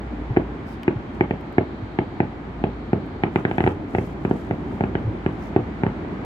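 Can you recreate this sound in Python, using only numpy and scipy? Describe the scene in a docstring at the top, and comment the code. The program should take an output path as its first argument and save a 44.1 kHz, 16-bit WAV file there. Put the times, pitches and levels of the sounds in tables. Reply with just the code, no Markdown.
"""Far fireworks, heard from a high balcony between tower blocks, on a stereo microphone.
Each shell sends a short blast wave; the balcony colours it, walls slap it back and the city rolls it on.
Launches and low shells thud behind buildings. Traffic roar, a low drone, thin whines and hiss rise
from the streets. Close to the microphone a sleeve rustles faintly and fingers tick on the case."""
import sys
import numpy as np
from scipy import signal
from scipy.fft import rfft, irfft, next_fast_len
from scipy.io import wavfile

SR = 44100
rng = np.random.default_rng(int(sys.argv[2]) if len(sys.argv) > 2 else 0)


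def file_out(sig):
    """Save sig as 16-bit WAV at sys.argv[1]."""
    # one column per channel
    cols = np.atleast_2d(sig).T
    # limit, then scale
    lim = np.clip(cols, -1, 1)
    pcm = np.round(lim * 32767).astype(np.int16)
    wavfile.write(sys.argv[1], SR, pcm)


N = 275606
TIME = np.arange(N) / SR
MS = 1e-3

# Levels are in dB; the echoes, roar, drone and sleeve add a gain of their own.
# shells bursting far off: start_s, level_db, air_cutoff_hz, second_path_ms, ring_db, bite_db
SHELLS = [(0.364, 0.5, 1300, 1.86, 4, 2), (0.3701, 15, 696, 2.82, 3.5, -1),
          (0.8795, 8.5, 1000.0, 0.76, 12, 6), (1.209, 10.5, 1190.0, 0.94, 10, 4.5),
          (1.3091, 9, 1310.0, 0.39, -2.3, -5), (1.5825, 16, 650.0, 2.8, -0.3, 5),
          (1.988, 10, 1320.0, 0.96, 7.1, -3.5), (2.203, 11, 810.0, 1.16, 7, 5),
          (2.6395, 12, 1180, 0.33, -2.7, -7.5), (2.9316, 13, 770, 0.47, 0.8, -13),
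          (3.2361, 11.5, 1730.0, 0.92, 5.5, -2), (3.359, 12.5, 1610, 0.84, 4, -3.5),
          (3.4511, 12, 1530.0, 0.55, -2.5, -3.5), (3.5127, 6, 1930.0, 1.38, 6, -9),
          (3.582, 10, 1590, 1.2, 5, -3), (3.6051, 9.5, 1520.0, 1.0, 6.5, -3),
          (3.64, 8.5, 1300.0, 0.8, -1.5, -1.5), (3.664, 8.5, 1370, 2.7, 2.5, -3.2),
          (3.6751, 12.5, 1500, 2.22, 3.5, -10), (3.9494, 9.5, 1170.0, 1.45, 5.7, -1),
          (3.984, 8.5, 506, 1.87, 1.5, 5.5), (4.2503, 8.5, 905, 0.77, 2, -2.5),
          (4.311, 11, 645, 4.24, 6, -10), (4.5099, 9, 640.0, 1.43, 1.5, 0.5),
          (4.808, 11, 650, 1.32, -1.9, -2), (4.8381, 6.5, 1180, 0.73, 3.3, -5.5),
          (4.9529, 8.5, 1140.0, 0.64, -1, -0.7), (5.2625, 10, 830.0, 0.7, 2.2, 0),
          (5.5623, 15, 610.0, 2.7, 1.8, -6.7), (5.8351, 10.5, 825, 0.77, -1, 1),
          (5.8656, 8, 970.0, 0.67, 0.2, -4.4)]
# colour of the balcony for sound from the display: frequency_hz, left_db, right_db
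BALCONY_COLOUR = [(30.6, -44.5, -47), (87, 6.5, 6.5), (166, 7.5, 9), (256, 0.5, 0.5), (350.3, 4.5, 5),
                  (471, -6.5, -2), (560, -6, -11), (847.5, 3, 1.5), (1053, -15, -16.5), (1445, -17, -2.5),
                  (1666, 2, 5), (2400, 7, 5), (2700, 3, -10.5), (4030, -8.5, -10.5), (5450, -39, -25.5),
                  (15000, -56.5, -46)]
# slaps off the walls near the microphone: delay_ms, gain
WALL_ECHOES = [(6.2, -0.22), (9.4, -0.013), (14.2, -0.16), (25.2, 0.13), (27.8, -0.2), (31.9, 0.076),
               (38.5, -0.11), (45.2, 0.078), (48, -0.13)]
# colour of the echoes off the near facades: frequency_hz, level_db
FACADE_COLOUR = [(30, -38.5), (90, -5.5), (160, 3), (350, 6.5), (500, 2.5), (820, 1), (1150, -2),
                 (2300, 3.5), (3000, 3.5), (5500, -21.5)]
# colour of the echoes from the far city: frequency_hz, level_db
FAR_COLOUR = [(30, -41.5), (90, 14.5), (160, 3), (340, 0), (500, -2.5), (820, -9), (1200, -15.5),
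              (2400, -15.5), (5500, -41)]
# launches and low shells: start_s, level_db, start_pitch_hz, swell_s
THUDS = [(0.303, -16.5, 123, 0.0078), (.957, -18.5, 120, 0.0074), (1.822, -24, 113, 0.01),
         (3.61, -23.5, 92, 0.011), (3.639, -13.5, 128, 0.0077), (5.046, -19.5, 109.4, 0.0086),
         (5.073, -18.5, 109.5, 0.01), (5.598, -19.5, 118, 0.012), (5.88, -24, 124, 0.0094)]
# spectrum of the city from above: frequency_hz, level_db
CITY_COLOUR = [(25, -24.5), (45, -20), (80, -0.5), (130, -4), (190, -2.5), (290, -1), (390, -6),
               (490, -14.5), (820, -13.5), (1100, -18.5), (2300, -25.5), (2700, -33), (3200, -34.5),
               (4500, -42.5), (5400, -50), (7200, -53.5), (10500, -67), (15500, -69.5)]
# course of the low traffic roar: time_s, level_db
ROAR_LEVEL = [(0.0, -33.5), (2.68, -34.5), (3.27, -32), (3.57, -34), (3.76, -32), (5.05, -29.5),
              (5.26, -32.5), (6.25, -29.5)]
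# course of the hiss above the roar: time_s, level_db
HISS_LEVEL = [(0.0, -42.5), (1.79, -44), (3.31, -44), (3.55, -43), (3.76, -44.5), (6.25, -41)]
# likeness of left and right for sound from all sides: frequency_hz, coherence
COHERENCE = [(60, 0.92), (200, 0.97), (330, 0.92), (590, 0.55), (1040, 0.28), (1800, -0.15), (3200, 0.032)]
# course of the drone, strongest at first: time_s, level_db
DRONE_LEVEL = [(0, -34), (.5, -33), (.7, -51), (1.8, -50), (2.7, -36), (3.05, -49), (4.4, -42.5),
               (5.7, -38), (6.05, -52)]
# fingers touching the case: start_s, level_db, favoured_pitch_hz
TICKS = [(0.833, -27.5, 2730), (1.41, -44, 5100), (1.5266, -49, 8300), (3.063, -50, 6500)]
# modes of the case: pitch_hz, level_db, t60_s
CASE_MODES = [(2470, 1, 0.0081), (2960, -1, 0.013), (4380, -6, .004), (5100, -8.5, 0.0039),
              (7000, -14, .004), (8300, -4, 0.0033), (9900, -8, .004), (13600, 3, .004)]
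# strokes of the sleeve by the microphone: start_s, length_s, level_db, rub_hz
SLEEVE_STROKES = [(.635, .16, -62.5, 4600), (1.12, .08, -71, 7000), (3.246, 2.5, -77.5, 7000),
                  (3.29, 0.17, -67.5, 7000), (3.44, 0.17, -69, 7000), (3.53, 0.26, -64.5, 7000),
                  (3.847, 0.32, -63.5, 7000), (4.16, 0.4, -70.5, 7000), (4.62, 0.31, -77, 7000),
                  (5.18, .3, -76, 7000), (5.362, 0.18, -66.5, 6200)]
# spectrum of sliding cloth: frequency_hz, level_db
CLOTH_COLOUR = [(1500, -12), (3500, 2.5), (5000, 8.5), (7300, 1), (8800, 3), (10000, 0.5), (11500, -2),
                (14200, 3), (15800, -6.5)]
# faint whines down in the streets: start_s, end_s, pitch_hz
WHINES = [(.85, 1.45, 3180), (0, 6.25, 1233), (0, 6.25, 3154)]
# strength of each whine, in the same order: level_db
WHINE_LEVELS = [-67, -60.5, -68.5]
# swells of thin high hiss: start_s, length_s, level_db
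HISS_SWELLS = [(1.35, 1.07, -63.5), (2.48, 0.93, -64)]


def shell_blasts(push_ms=0.34, second_gain=0.36, ragged_db=-2, ragged_hz=1100, ragged_ms=2.4, size=2048):
    """Each far burst is a sharp push and a longer suction, rounded by the air, arriving by two paths."""
    hz, t, out = np.fft.rfftfreq(size, 1 / SR), np.arange(size) / SR, np.zeros((2, N))
    s = 2j * np.pi * hz
    # eddies and ledges break the short waves into a ragged crack, different at each side
    spread = np.sqrt(t) * np.exp(-t / (ragged_ms * MS))
    cracks = rfft(rng.standard_normal((len(SHELLS), 2, size)) * spread / np.linalg.norm(spread))
    cracks *= gain_of(ragged_db) * (1j * hz / (ragged_hz + 1j * hz)) ** 2
    wave = s / (1 + s * push_ms * MS) ** 2
    for (start, db, cutoff_hz, second_ms, ring_db, bite_db), crack in zip(SHELLS, cracks):
        air = 1 / (1 + 1j * hz / cutoff_hz) ** 2
        arrival = wave * air * (1 + second_gain * np.exp(-s * second_ms * MS))
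        arrival /= np.linalg.norm(irfft(arrival))
        # the direction of the burst decides how hollow and how biting it sounds
        ring = resonance(hz, centre_hz=339, width_hz=71, db=ring_db)
        bite = resonance(hz, centre_hz=2130, width_hz=900, db=bite_db)
        for side, sound in zip(out, irfft(arrival * ring * bite * (1 + crack))):
            add(side, start, gain_of(db) * sound)
    return out


def balcony(blasts, smear_hz=610, lag_ms=0.22, shade_hz=2400, size=4096):
    """The recess round the microphone rings briefly and holds the deepest bass back."""
    hz = np.fft.rfftfreq(size, 1 / SR)
    smear = (1 - 1j * hz / smear_hz) / (1 + 1j * hz / smear_hz)
    lag_s = lag_ms * MS / np.hypot(1, hz / shade_hz)  # long waves reach the right side a little later
    left = minimum_phase(curve_at(BALCONY_COLOUR, hz, column=1))
    right = minimum_phase(curve_at(BALCONY_COLOUR, hz, column=2)) * np.exp(-2j * np.pi * hz * lag_s)
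    return convolve(blasts, irfft(np.array([left, right]) * smear))


def wall_slaps(bangs, db=-0.5, dull_hz=1300):
    """Single slaps from the nearest walls; their rough faces mirror only the longer waves."""
    mirrored = signal.sosfiltfilt(signal.butter(1, dull_hz, fs=SR, output="sos"), bangs)
    out = np.zeros((2, N))
    for delay_ms, gain in WALL_ECHOES:
        for side, sound in zip(out, mirrored):
            add(side, delay_ms * MS, gain * sound)
    return gain_of(db) * out


def echo_tail(blasts, colour, db, delay_s, rise_s, t60_s, paths=5):
    """Buildings scatter a dense tail of echoes; the paths change as the bursts move about the sky."""
    t = np.arange(int((delay_s + t60_s / 2) * SR)) / SR
    age = np.maximum(t - delay_s, 0)
    envelope = (1 - np.exp(-age / rise_s)) * np.exp(-np.log(1000) * age / t60_s)
    envelope /= np.linalg.norm(envelope)
    out, position = np.zeros((2, N)), np.linspace(0, paths - 1, N)
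    for path in range(paths):
        crossfade = np.sqrt(np.maximum(1 - abs(position - path), 0))
        tail = diffuse_noise(colour, next_fast_len(len(t)))[:, :len(t)] * envelope
        out += convolve(blasts * crossfade, tail)
    return gain_of(db) * out


def hidden_thuds(boom_hz=56, boom_db=-15, boom_s=0.017):
    """Bursts hidden by buildings: only a few slow swings of pressure come round, over a deeper boom."""
    t, out = np.arange(SR // 4) / SR, np.zeros(N)
    boom = gain_of(boom_db) * t / boom_s * np.exp(1 - t / boom_s) * np.sin(2 * np.pi * boom_hz * t)
    for start, db, hz, swell_s in THUDS:
        cycles = hz * t * (1 - 1.1 * t)  # the low part trails behind
        thud = t / swell_s * np.exp(1 - t / swell_s) * np.sin(2 * np.pi * cycles)
        add(out, start, gain_of(db) * (thud + boom))
    return out


def city_roar(low_db=-0.5, split_hz=700, lumps_db=1.5, right_db=0.08):
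    """Traffic and old echoes far below the balcony: a lumpy low roar under a smooth hiss."""
    noise = diffuse_noise(CITY_COLOUR, N)
    low = signal.sosfiltfilt(signal.butter(2, split_hz, fs=SR, output="sos"), noise)
    roar = unit_rms(low) * gain_curve(ROAR_LEVEL) * gain_of(low_db + lumps_db * wander(rate_hz=33))
    hiss = unit_rms(noise - low) * gain_curve(HISS_LEVEL)
    return (roar + hiss) * gain_of([[0], [right_db]])


def street_drone(pitch_hz=57, drift_hz=1.97, db=-1, rumble_db=-46, rumble_width_hz=8):
    """A deep wavering drone, as of a heavy engine below; it beats with a narrow rumble at its pitch."""
    tone = np.exp(2j * np.pi * np.cumsum(pitch_hz + drift_hz * wander(rate_hz=9)) / SR)
    rumble = gain_of(rumble_db) * (wander(rumble_width_hz) + 1j * wander(rumble_width_hz))
    amplitude = np.sqrt(2) * gain_curve(DRONE_LEVEL) * gain_of(db)
    return (tone * (amplitude + rumble)).real


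def case_ticks(falloff_db_per_octave=9, slip_db=-6, slip_s=0.003, right_db=-5):
    """Fingers tick on the case and slip a little; each touch favours the modes near one pitch."""
    t, out = np.arange(SR // 40) / SR, np.zeros(N)
    for start, db, favoured_hz in TICKS:
        slip = rng.standard_normal(len(t)) * np.exp(-t / slip_s)
        touch = (t == 0) + gain_of(slip_db) * slip / np.linalg.norm(slip)
        ring = np.zeros(len(t))
        for hz, mode_db, t60_s in CASE_MODES:
            gain = gain_of(mode_db - falloff_db_per_octave * abs(np.log2(hz / favoured_hz)))
            ring += gain * np.exp(-np.log(1000) * t / t60_s) * np.sin(2 * np.pi * hz * t)
        add(out, start, gain_of(db) * signal.fftconvolve(touch, ring))
    return out * gain_of([[0], [right_db]])


def sleeve_rustle(left_db=3, right_db=-1, grain_db=3, catch_db=-0.5):
    """Cloth slides close to the microphone; each grainy stroke swells and fades with one resonance."""
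    noise = diffuse_noise(CLOTH_COLOUR, N)
    grain = gain_of(grain_db * wander(rate_hz=250) + catch_db * wander(rate_hz=25))
    fibres, out = unit_rms(noise * grain), np.zeros((2, N))
    for start, length, db, rub_hz in SLEEVE_STROKES:
        cloth = fibres[:, round(start * SR):][:, :round(length * SR)]
        size = cloth.shape[1]
        rub = resonance(np.fft.rfftfreq(size, 1 / SR), rub_hz, width_hz=1300, db=7)
        arch = np.sin(np.pi * np.arange(size) / size) ** 2
        for side, sound in zip(out, irfft(rfft(cloth) * rub, size)):
            add(side, start, gain_of(db) * arch * sound)
    return out * gain_of([[left_db], [right_db]])


def street_whines(waver_hz=10):
    """Thin wavering tones of far brakes and fans, unrelated at the two sides."""
    out = np.zeros((2, N))
    for (start, end, hz), db in zip(WHINES, WHINE_LEVELS):
        swell = signal.windows.tukey(min(int((end - start) * SR), N), 0.5)
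        for side in out:
            tone = np.sin(2 * np.pi * np.cumsum(hz + waver_hz * wander(rate_hz=25)) / SR)
            add(side, start, gain_of(db) * np.sqrt(2) * tone[:len(swell)] * swell)
    return out


def hiss_swells(centre_hz=3950, width_hz=800, fade_s=0.2):
    """A thin band of hiss rises out of the streets, holds and sinks again."""
    band = np.exp(-((np.fft.rfftfreq(N, 1 / SR) - centre_hz) / width_hz) ** 2)
    hiss = unit_rms(irfft(rfft(rng.standard_normal((2, N))) * band, N))
    envelope = np.zeros(N)
    for start, length, db in HISS_SWELLS:
        inside_s = np.minimum(TIME - start, start + length - TIME)
        envelope += gain_of(db) * np.clip(inside_s / fade_s, 0, 1)
    return hiss * envelope


def diffuse_noise(colour, size):
    """Sound reaching the microphone from all sides: alike in the bass, unrelated in the treble."""
    hz = np.fft.rfftfreq(size, 1 / SR)
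    left, unrelated = rfft(rng.standard_normal((2, size)))
    coherence = curve_at(COHERENCE, hz)
    right = coherence * left + np.sqrt(1 - coherence ** 2) * unrelated
    return irfft(np.array([left, right]) * gain_of(curve_at(colour, hz)), size)


def resonance(hz, centre_hz, width_hz, db):
    """Response of one resonance that lifts or lowers its band by db."""
    return 1 + (gain_of(db) - 1) * 1j * hz * width_hz / (centre_hz ** 2 - hz ** 2 + 1j * hz * width_hz)


def wander(rate_hz):
    """Smooth random drift of rms 1."""
    size = next_fast_len(N)
    lowpass = np.exp(-(np.fft.rfftfreq(size, 1 / SR) / rate_hz) ** 2)
    return unit_rms(irfft(rfft(rng.standard_normal(size)) * lowpass, size)[:N])


def minimum_phase(db):
    """Causal frequency response with the given gains."""
    cepstrum = irfft(np.log(gain_of(db)))
    half = len(cepstrum) // 2
    cepstrum[1:half] *= 2
    cepstrum[half + 1:] = 0
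    return np.exp(rfft(cepstrum))


def curve_at(table, hz, column=1):
    """One column of a spectrum table, interpolated on a log-frequency axis."""
    table = np.array(table)
    return np.interp(np.log(hz + 1), np.log(table[:, 0] + 1), table[:, column])


def gain_curve(table):
    """Rows of time_s, level_db as a gain per sample."""
    return gain_of(np.interp(TIME, *np.transpose(table)))


def gain_of(db):
    """Decibels to amplitude."""
    return 10 ** (np.asarray(db) / 20)


def unit_rms(x):
    """Scales to rms 1."""
    return x / np.sqrt(np.mean(x ** 2) + 1e-20)


def convolve(x, response):
    """Passes x through a two-channel response."""
    return signal.fftconvolve(np.atleast_2d(x), response, axes=1)[:, :N]


def add(mix, start_s, sound):
    """Mixes a sound in at start_s."""
    part = mix[round(start_s * SR):][:len(sound)]
    part += sound[:len(part)]


def scene():
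    """From the balcony: far bangs and their echoes over the city, with faint handling close by."""
    blasts = shell_blasts()
    bangs = balcony(blasts)
    near = echo_tail(blasts[0], FACADE_COLOUR, db=-14, delay_s=0.004, rise_s=0.0039, t60_s=0.18)
    # the stacked balconies of the next block
    tower = echo_tail(blasts[1], FACADE_COLOUR, db=-18, delay_s=0.027, rise_s=0.00074, t60_s=0.12)
    far = echo_tail(blasts[1], FAR_COLOUR, db=-18, delay_s=0.062, rise_s=0.0077, t60_s=1.6, paths=2)
    fireworks = bangs + wall_slaps(bangs) + near + tower + far + hidden_thuds()
    streets = city_roar() + street_drone() + street_whines() + hiss_swells()
    return fireworks + streets + sleeve_rustle() + case_ticks()


def record(dry):
    """The recorder clips peaks at full scale, then cuts the treble above 15.8 kHz."""
    lowpass = signal.firwin(511, 15800, window=("kaiser", 9), fs=SR)
    return signal.oaconvolve(np.clip(dry, -1, 1), lowpass[None], "same")


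dry = scene()
out = record(dry)
file_out(out)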